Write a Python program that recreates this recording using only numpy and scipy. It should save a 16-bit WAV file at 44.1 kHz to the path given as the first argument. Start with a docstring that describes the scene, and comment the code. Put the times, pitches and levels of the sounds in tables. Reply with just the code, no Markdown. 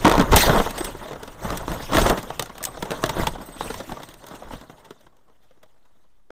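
"""A car tumbles off the road into grass, heard by a small microphone on the windscreen.
From the start the shell heaves, panels rattle and debris scratches (shaped noise), while loose things
knock (noise bursts with a note); the cabin answers. A spray of debris bursts at 0.36 s, and from 0.8 s
small metal jingles (decaying modes). Blows return near 2 s and 3 s, then the motion settles.
The loudest bangs overload the input; all sound stops at 6.3 s."""
import sys
import numpy as np
from scipy import signal
from scipy.fft import rfft, irfft, next_fast_len
from scipy.io import wavfile
from scipy.ndimage import uniform_filter1d, map_coordinates

SR = 44100
rng = np.random.default_rng(int(sys.argv[2]) if len(sys.argv) > 2 else 0)


def to_wav(s):
    """Save 16-bit WAV."""
    ch = np.atleast_2d(s).T  # columns
    pcm = np.round(np.clip(ch, -1, 1) * 32767)  # PCM
    wavfile.write(sys.argv[1], SR, pcm.astype(np.int16))


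N = 281487
STOP_S = 6.307  # silence follows


def amp(db):
    """Level: decibels to amplitude gain."""
    return 10 ** (np.asarray(db) / 20)


def unit(x):
    """Normalisation: x scaled to rms 1."""
    return x / np.sqrt(np.mean(x ** 2) + 1e-20)


def along(points, hz):
    """Interpolation: (f/Hz, value) points read on a logarithmic frequency axis."""
    f, v = np.transpose(points)
    return np.interp(np.log(hz + 1), np.log(f + 1), v)


def wobble(rate):
    """Slow random modulation: a smooth curve through `rate` random knots per second."""
    knots = rng.standard_normal(1000)
    return map_coordinates(knots, [np.arange(N) * rate / SR])


def coloured(x, gain):
    """Minimum-phase filtering: the folded cepstrum of gain(hz) gives a causal response."""
    m = 2 * next_fast_len(N // 2 + 8192)
    hz = np.fft.rfftfreq(m, 1 / SR)
    cepstrum = irfft(np.log(gain(hz) + 1e-6), m)
    cepstrum[1:m // 2] *= 2
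    cepstrum[m // 2 + 1:] = 0
    response = np.exp(rfft(cepstrum))
    return irfft(rfft(x, m) * response, m)[:N]


# how hard the car keeps shaking between blows: (t/s, shake level/dB)
SHAKE = [(0, -28.5), (.26, -42.5), (.76, -31), (.99, -39.5), (1.37, -44), (1.6, -35.5), (1.9, -38),
         (2.19, -34.5), (2.47, -44.5), (2.66, -43.5), (3.1, -31), (3.35, -43.5), (3.56, -42.5), (3.84, -43),
         (4.2, -48), (4.66, -52.5), (4.95, -61.5), (5.09, -69.5), (6.01, -71), (6.24, -83.5)]
# response to the shake; rows heave, panels, debris: (level/dB at a shake of -36 dB, slope/(dB per dB))
FOLLOW = [(-41.5, 1.07), (-39, 0.86), (-46, 0.83)]
# the car hits the ground or something gives way:
# (t/s, hold/s, heave level/dB, panel level/dB, debris level/dB)
BLOWS = [(0.062, 0.16, -20.5, -22.5, -38), (0.334, 0.013, -10.5, -17.5, -34),
         (0.393, 0.014, -38, -24.5, -16.5), (0.479, 0.046, -17.5, -18, -35.5),
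         (.58, 0.025, -24, -25, -36.5), (0.642, .021, -30.5, -31.5, -41.5), (0.855, .021, -37, -37, -40),
         (1.449, 0.11, -32, -31.5, -42.5), (1.703, 0.044, -29, -31, -39.5),
         (1.826, 0.0061, -36, -46, -37.5), (1.965, 0.059, -20.5, -20.5, -29),
         (2.024, .08, -27.5, -23.5, -32.5), (2.42, 0.0087, -42, -60, -70), (2.924, 0.024, -52, -32, -45),
         (3.198, 0.036, -23, -30, -34), (3.314, 0.013, -30, -50, -61), (3.608, 0.17, -38, -42, -41.5),
         (3.91, 0.0096, -40, -37, -47.5), (4.318, .011, -50, -41.5, -50.5), (4.447, 0.036, -45, -45, -74),
         (4.533, 0.018, -37.5, -43.5, -45.5), (5.037, 0.035, -59, -64.5, -70)]
# rise before and fall after each blow: (heave, panels, debris) [dB/s]
ATTACK_DB_PER_S = [403, 249, 303]
RELEASE_DB_PER_S = [284, 162, 199]
BURST_S, BURST_DB, BURST_DB_PER_S = .359, -18, 91  # something bursts: onset, level, steady fade


def levels():
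    """Power addition of incoherent sources: shake, blows and debris burst, as three levels in dB."""
    t = np.arange(0, N, 64) / SR
    base_db, slope = np.transpose(FOLLOW)[:, :, None]
    shake_db = np.interp(t, *np.transpose(SHAKE))
    power = amp(base_db + slope * (shake_db + 36)) ** 2
    for s, hold, *peak_db in BLOWS:
        rise_db = np.outer(ATTACK_DB_PER_S, np.maximum(s - t, 0))
        fall_db = np.outer(RELEASE_DB_PER_S, np.maximum(t - s - hold, 0))
        power += amp(np.array(peak_db)[:, None] - rise_db - fall_db) ** 2
    burst_db = BURST_DB - BURST_DB_PER_S * (t - BURST_S)
    power[2] += (t >= BURST_S) * amp(burst_db) ** 2
    return [np.interp(np.arange(N) / SR, t, row) for row in 10 * np.log10(power)]


def rattle(rate, spread_db, life_s, bed, patchy_db):
    """Random contacts: `rate` uneven noise bursts per second over a bed; favoured pitches keep shifting."""
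    chance, size = rng.random((2, N))
    contacts = (chance < rate / SR) * amp(-spread_db * np.log(size + 1e-9))
    pole = np.exp(-1 / (life_s * SR))
    shape = unit(signal.lfilter([1], np.poly([pole, pole]), contacts))  # each contact swells and lets go
    spectrum = signal.stft((shape + bed) * rng.standard_normal(N), nperseg=256)[2]
    field = uniform_filter1d(rng.standard_normal(spectrum.shape), size=5, axis=0)  # across pitch
    field = uniform_filter1d(field, size=7, axis=1)  # across time
    return unit(signal.istft(spectrum * amp(patchy_db * unit(field)), nperseg=256)[1][:N])


# cabin trim resonances: (f/Hz, half-power width/Hz, level/dB before a common weight)
TRIM = [(247, 60, -5.5), (616.4, 53, -4.5), (680, 61, -10.5), (880, 150, -6.5), (1136, 41, -6),
        (1430, 240, -1.5)]
# panel spectrum: (f/Hz, relative level/dB)
PANELS = [(65, -28.5), (110, 1), (225, -0.5), (490, 0), (671, -1), (753, -4), (948, -2), (2030, -13.5),
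          (2310, -24.5), (3400, -20), (4420, -46), (7480, -120)]


def resonant(hz):
    """Modal resonance: the trim's peaks multiply the broad panel spectrum."""
    peaks = sum(amp(db) * w / np.sqrt(w * w + 4 * (hz - c) ** 2) for c, w, db in TRIM)
    return amp(along(PANELS, hz)) * (1 + 0.66 * peaks)


def sparkle(rate):
    """Free decay of small hard bodies: bits ping at scattered high pitches, `rate` per second."""
    out, t = np.zeros(N + SR), np.arange(SR // 20) / SR
    for when, pitch, size, life in rng.random((round(rate * N / SR), 4)):
        ring = np.sin(2 * np.pi * 2500 * 6 ** pitch * t) * (1 - np.exp(-t / 0.0019))
        t60 = 0.024 + 0.033 * life
        out[int(when * N):][:len(t)] += amp(12 * size - 60 * t / t60) * ring
    return unit(out[:N])


# shell heave spectrum: (f/Hz, relative level/dB)
HEAVE = [(7.1, -26.5), (12, 1), (35, 1.5), (70, -7), (102, -8.5), (156, -11), (200, -13.5), (260, -35.5),
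         (440, -120)]
# debris spectrum, also shaping the bright parts of knocks: (f/Hz, relative level/dB)
DEBRIS = [(1060, -21), (1800, -5.5), (2080, -5.5), (2320, -10), (3630, -5), (4590, -13), (6590, -10.5),
          (7210, -14), (9030, -11.5), (10100, -21.5), (13400, -15), (14700, -17), (15500, -15.5)]


def tumble():
    """Noise excitation of structures: the shell heaves, panels and trim rattle, grit and grass scratch."""
    heave_db, panel_db, debris_db = levels()
    jolt = wobble(22)  # quick jolts shake panels and debris together
    heave = unit(coloured(rng.standard_normal(N), lambda hz: amp(along(HEAVE, hz))))
    panels = rattle(90, spread_db=3.0, life_s=0.0059, bed=1.0, patchy_db=1.0)
    panels = unit(coloured(panels, resonant))
    debris = rattle(93, spread_db=2.0, life_s=0.01, bed=1.6, patchy_db=4.0)
    debris = unit(coloured(debris, lambda hz: amp(along(DEBRIS, hz))))
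    debris = debris + amp(-15) * sparkle(140)
    return (amp(heave_db + 1.8 * wobble(14)) * heave
            + amp(panel_db + 0.22 * jolt) * panels
            + amp(debris_db + .7 * jolt + 1.3 * wobble(30)) * debris)


STRAY_PER_S, STRAY_DB, STRAY_SPREAD_DB = 14, 7, 3  # rate, level over the shake, scatter either way


def strays():
    """Random point events: small knocks whose level follows the shake, in rows like KNOCKS."""
    when, size, soft, pitch, length = rng.random((round(STRAY_PER_S * STOP_S), 5)).T
    s = when * STOP_S
    db = np.interp(s, *np.transpose(SHAKE)) + STRAY_DB + STRAY_SPREAD_DB * (2 * size - 1)
    return list(zip(s, db, 6 + 10 * soft, 250 * 5 ** pitch, 4 + 9 * length))


# knocks of loose things: (t/s, level/dB of note and unfiltered thud,
# softness/dB lost from thud to crack, note f/Hz, contact length/ms before scaling)
KNOCKS = [(0.0454, -1.5, 15.5, 221, 8.2), (0.0511, -2.5, 9.5, 218, 4), (0.0642, -4, 14.5, 329, 8.8),
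          (0.0785, -8.5, 5, 264, 2.2), (0.0949, -15, 5, 328, 5), (.114, -4.5, 8.5, 1230, 1.9),
          (0.1223, -16, 4.5, 342, 2.7), (.1358, -17, 12, 994, 8), (0.153, -11, 7, 1040, 1.7),
          (.178, -11, 10.5, 280, 4.3), (.194, -4.5, 14, 216, 8.1), (0.2108, -11, 8, 363, 2.8),
          (0.223, -15.5, 9, 439, 1.7), (.316, -13.5, 7, 350, 10.5), (.329, -6, 13, 229, 7.9),
          (.34, -7.5, 10.5, 970, 4.5), (.359, -9, -2.5, 905, 10.6), (.3659, -11, 4, 816, 7.3),
          (.493, -8, 15.5, 606, 4.6), (0.5608, -19.5, 5, 436, 2.6), (.598, -12.5, 21, 735, 6.4),
          (.673, -17, 15, 240, 2.2), (.705, -32.5, 0, 250, 8.5), (0.776, -27.5, 4, 680, 13),
          (0.8438, -33, -3.8, 404, 8.1), (1.0229, -34.5, 21, 906, 10), (1.1245, -38.5, 26, 583, 6.4),
          (1.231, -34.5, 1.5, 503, 5.2), (1.4411, -25.5, 29, 201, 18), (1.5024, -22, 7, 1190, 4.2),
          (1.5708, -36.5, -4, 374, 8.9), (1.679, -21, 11, 233, 3.1), (1.717, -26, 3, 218, 2),
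          (1.92, -21.5, 9.5, 236, 5.6), (1.931, -13, 13, 233, 6.9), (1.945, -14.5, 11, 303, 13),
          (1.968, -11.5, 5.5, 1050, 4.8), (1.9833, -7.5, 4.5, 550, 2.6), (2.014, -15.5, 7, 342, 6.9),
          (2.0584, -17.5, 6.5, 550, 13), (2.095, -16.5, 4, 298, 9.3), (2.1692, -34.5, 3, 368, 26),
          (2.228, -40.5, -2.3, 590, 5.1), (2.301, -24.5, 11, 673, 5.6), (2.3936, -23, -1, 1180, 5.8),
          (2.4232, -28, -2, 385, 3.8), (2.4565, -37.5, 2, 1400, 7.3), (2.579, -37, 0.2, 820, 5.5),
          (2.627, -42.5, -8, 673, 5.4), (2.6381, -35, -7, 1770, 4), (2.65, -38.5, -10, 960, 6.7),
          (2.77, -30.5, 11.5, 500, 7.5), (2.823, -23, 5, 953, 7.4), (2.9061, -23, 4, 300, 2.8),
          (2.915, -22, 7, 590, 6.3), (3.038, -11, 7, 685, 3.3), (3.0566, -30, 1, 624, 10),
          (3.09, -25, 1.8, 890, 10.3), (3.16, -26.5, 17, 550, 15), (3.194, -20, 20, 293, 4.6),
          (3.233, -23, 20, 890, 3.7), (3.2675, -18.5, 3.2, 870, 7.8), (3.347, -33, 14, 750, 16),
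          (3.608, -18, 13, 896, 3.05), (3.7, -24, 11, 445, 7.9), (3.74, -32, 1.5, 980, 6.1),
          (3.891, -32, 13, 300, 7.1), (3.919, -27.5, 8.5, 883, 6.5), (4.03, -35, 3, 860, 7.9),
          (4.087, -41, 0, 290, 4.7), (4.138, -44.5, -0.2, 377, 6.7), (4.239, -37.5, 8, 420, 6),
          (4.264, -47.5, -2.5, 860, 8.8), (4.2842, -47, -2.5, 1080, 5.2), (4.309, -35, 14, 257, 8.6),
          (4.3462, -47.5, 0, 920, 19), (4.4214, -35, 18, 690, 5.3), (4.506, -29, 25, 940, 6.6),
          (4.5315, -34.5, 11, 262, 9), (4.61, -40, 6, 227, 7), (4.695, -34, 29, 506, 4.6),
          (4.842, -47, 4.5, 900, 22), (4.9048, -35.5, 6.5, 393, 6.6), (5.0055, -56.5, 2, 590, 10.6),
          (5.064, -45.5, 13.5, 352, 8), (5.165, -62.5, 1, 504, 8), (5.2954, -54, 15, 433, 7.3),
          (5.44, -62.5, 7, 702, 13), (5.507, -52.5, 10.5, 523, 6.6), (5.6276, -49, 4, 630, 11.4),
          (6.303, -31.5, 20.5, 522, 4.6)]
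# chatter after a knock, before its envelope; rows thud, crack, edge: (level/dB below the knock's peak)
TAIL_DB = [
    [-14],
    [-20],
    [-26],
]
EDGE_LOSS, TAIL_S = 2.02, 0.025  # softness steps lost by the edge; time constant of the chatter


def knocks():
    """Impact excitation: a short contact drives a note, a trim thud, a crack and a bright edge."""
    drive, t = np.zeros((4, N + SR)), np.arange(SR // 10) / SR
    linger = np.array([[1.3], [1.01], [.9]])  # low parts last longer
    for s, thud_db, soft_db, note_hz, ms in KNOCKS + strays():
        u = t / (0.47 * max(ms, 1.5) / 1000 * linger)  # time in units of the rise to the peak
        part_db = [[thud_db], [thud_db - soft_db], [thud_db - EDGE_LOSS * soft_db]]
        shape = amp(part_db) * (u * np.exp(1 - u)) ** 2.56  # the contact swells and lets go
        note = shape[0] * np.sin(2 * np.pi * note_hz * t)
        peak = shape.max(axis=1, keepdims=True)
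        shape = shape + amp(TAIL_DB) * peak * (1 - np.exp(-u)) * np.exp(-t / TAIL_S)
        bursts = shape * rng.standard_normal((3, len(t)))
        drive[:, round(s * SR):][:, :len(t)] += np.vstack([bursts, note])

    def dull(hz):
        """Low-pass filtering: the crack lies below 6 kHz, the edge above."""
        return 1 / np.sqrt(1 + (hz / 6000) ** 8)

    thud = coloured(drive[0, :N], lambda hz: amp(8.5) * resonant(hz))
    crack = coloured(drive[1, :N], lambda hz: amp(14 + along(DEBRIS, hz)) * dull(hz))
    edge = coloured(drive[2, :N], lambda hz: amp(16.5 + along(DEBRIS, hz)) * np.sqrt(1 - dull(hz) ** 2))
    return drive[3, :N] + thud + crack + edge


# reverberation of the cabin: (f/Hz, t60/s)
CABIN = [(200, .12), (1500, .07), (10000, .035)]


def cabin(x):
    """Reverberation: the small padded cabin answers; reflections change as the car turns over."""
    out, hop = np.zeros(N + SR), SR // 4  # new reflections every quarter second
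    for start in range(0, N, hop):
        hz, t, spectrum = signal.stft(rng.standard_normal(SR // 4), SR, nperseg=256)
        decay = amp(-60 * t / along(CABIN, hz)[:, None])
        tail = signal.istft(spectrum * decay, SR, nperseg=256)[1]
        wet = signal.fftconvolve(x[start:start + hop], tail / np.linalg.norm(tail))
        out[start + 100:][:len(wet)] += wet  # delayed by 100 samples
    return out[:N]


# jingles of small metal: (t/s, level/dB before mode scatter, chatter/dB before scaling)
JINGLES = [(.781, -37, 6), (.809, -38, 8), (.839, -33, 9), (1.569, -35, 12), (2.628, -36, 7),
           (2.656, -39, 2), (2.907, -41, 11), (3.272, -40, 9), (3.411, -41, 11), (3.457, -41, 4),
           (3.52, -47, 7), (3.578, -49, 3), (3.64, -42, 9), (3.72, -51, 4), (3.9, -51, 8), (4.031, -53, 2),
           (4.17, -54, 4)]
# modes of the metal: (f/Hz, level/dB, t60/s when untouched)
METAL = [(4700, -16, 0.12), (5250, -14, 0.15), (8215, -2, 0.32), (11110, -6, 0.15), (12400, -9, 0.17),
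         (14300, -7.5, .13), (14580, -2, .13)]


def jingles():
    """Modal decay with contact damping: keys and coins ring anew on every contact, chattering as they touch."""
    out, t = np.zeros(N + SR), np.arange(SR // 4) / SR
    for s, db, chatter_db in JINGLES:
        scatter = rng.standard_normal((len(METAL), 2))
        for (hz, level, t60), (size, bend) in zip(METAL, scatter):
            rows, knots = [[0], [1]] + 0 * t, t * 300  # two random curves, 300 knots per second
            shake = map_coordinates(rng.standard_normal((2, 100)), [rows, [knots, knots]])
            phase = 2 * np.pi * hz * (1 + .003 * bend) * t + .12 * chatter_db * shake[1]
            ring = amp(.6 * chatter_db * shake[0]) * np.sin(phase) * (1 - np.exp(-t / .004))
            life = t60 * amp(-.6 * chatter_db)  # touching damps the ring
            out[round(s * SR):][:len(t)] += amp(db + level + 4.5 * size - 60 * t / life) * ring
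    return out[:N]


def scene():
    """Superposition: direct knocks and jingles, their reverberation, and the tumble."""
    near = knocks() + jingles()
    return (near + amp(-12) * cabin(near) + tumble())[None]


# microphone self-noise spectrum: (f/Hz, relative level/dB)
HISS = [(18, -34.5), (30, -6), (53, -15), (90, -22.5), (526, -32.5), (889, -32.5), (2540, -44),
        (14400, -49.5), (16000, -70.5)]
TOP_HZ = 16400  # upper band limit


def record(dry):
    """Transducer limits: self-noise, slow bias drift, flattened loud peaks, the stop and a band limit."""
    hiss = unit(coloured(rng.standard_normal(N), lambda hz: amp(along(HISS, hz))))
    x = dry[0] + amp(-68.5) * hiss + amp(-53) * wobble(.5)
    x = x / (1 + np.abs(x / .45) ** 8) ** (1 / 8)  # overload: peaks flatten towards 0.45
    x = x * (np.arange(N) < STOP_S * SR)
    m = next_fast_len(N + 8192)
    hz = np.fft.rfftfreq(m, 1 / SR)
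    gain = amp(-.04 * np.maximum(hz - 15300, 0)) * (hz < TOP_HZ)  # treble fades before the limit
    return irfft(rfft(x, m) * gain, m)[None, :N]


dry = scene()
out = record(dry)
to_wav(out)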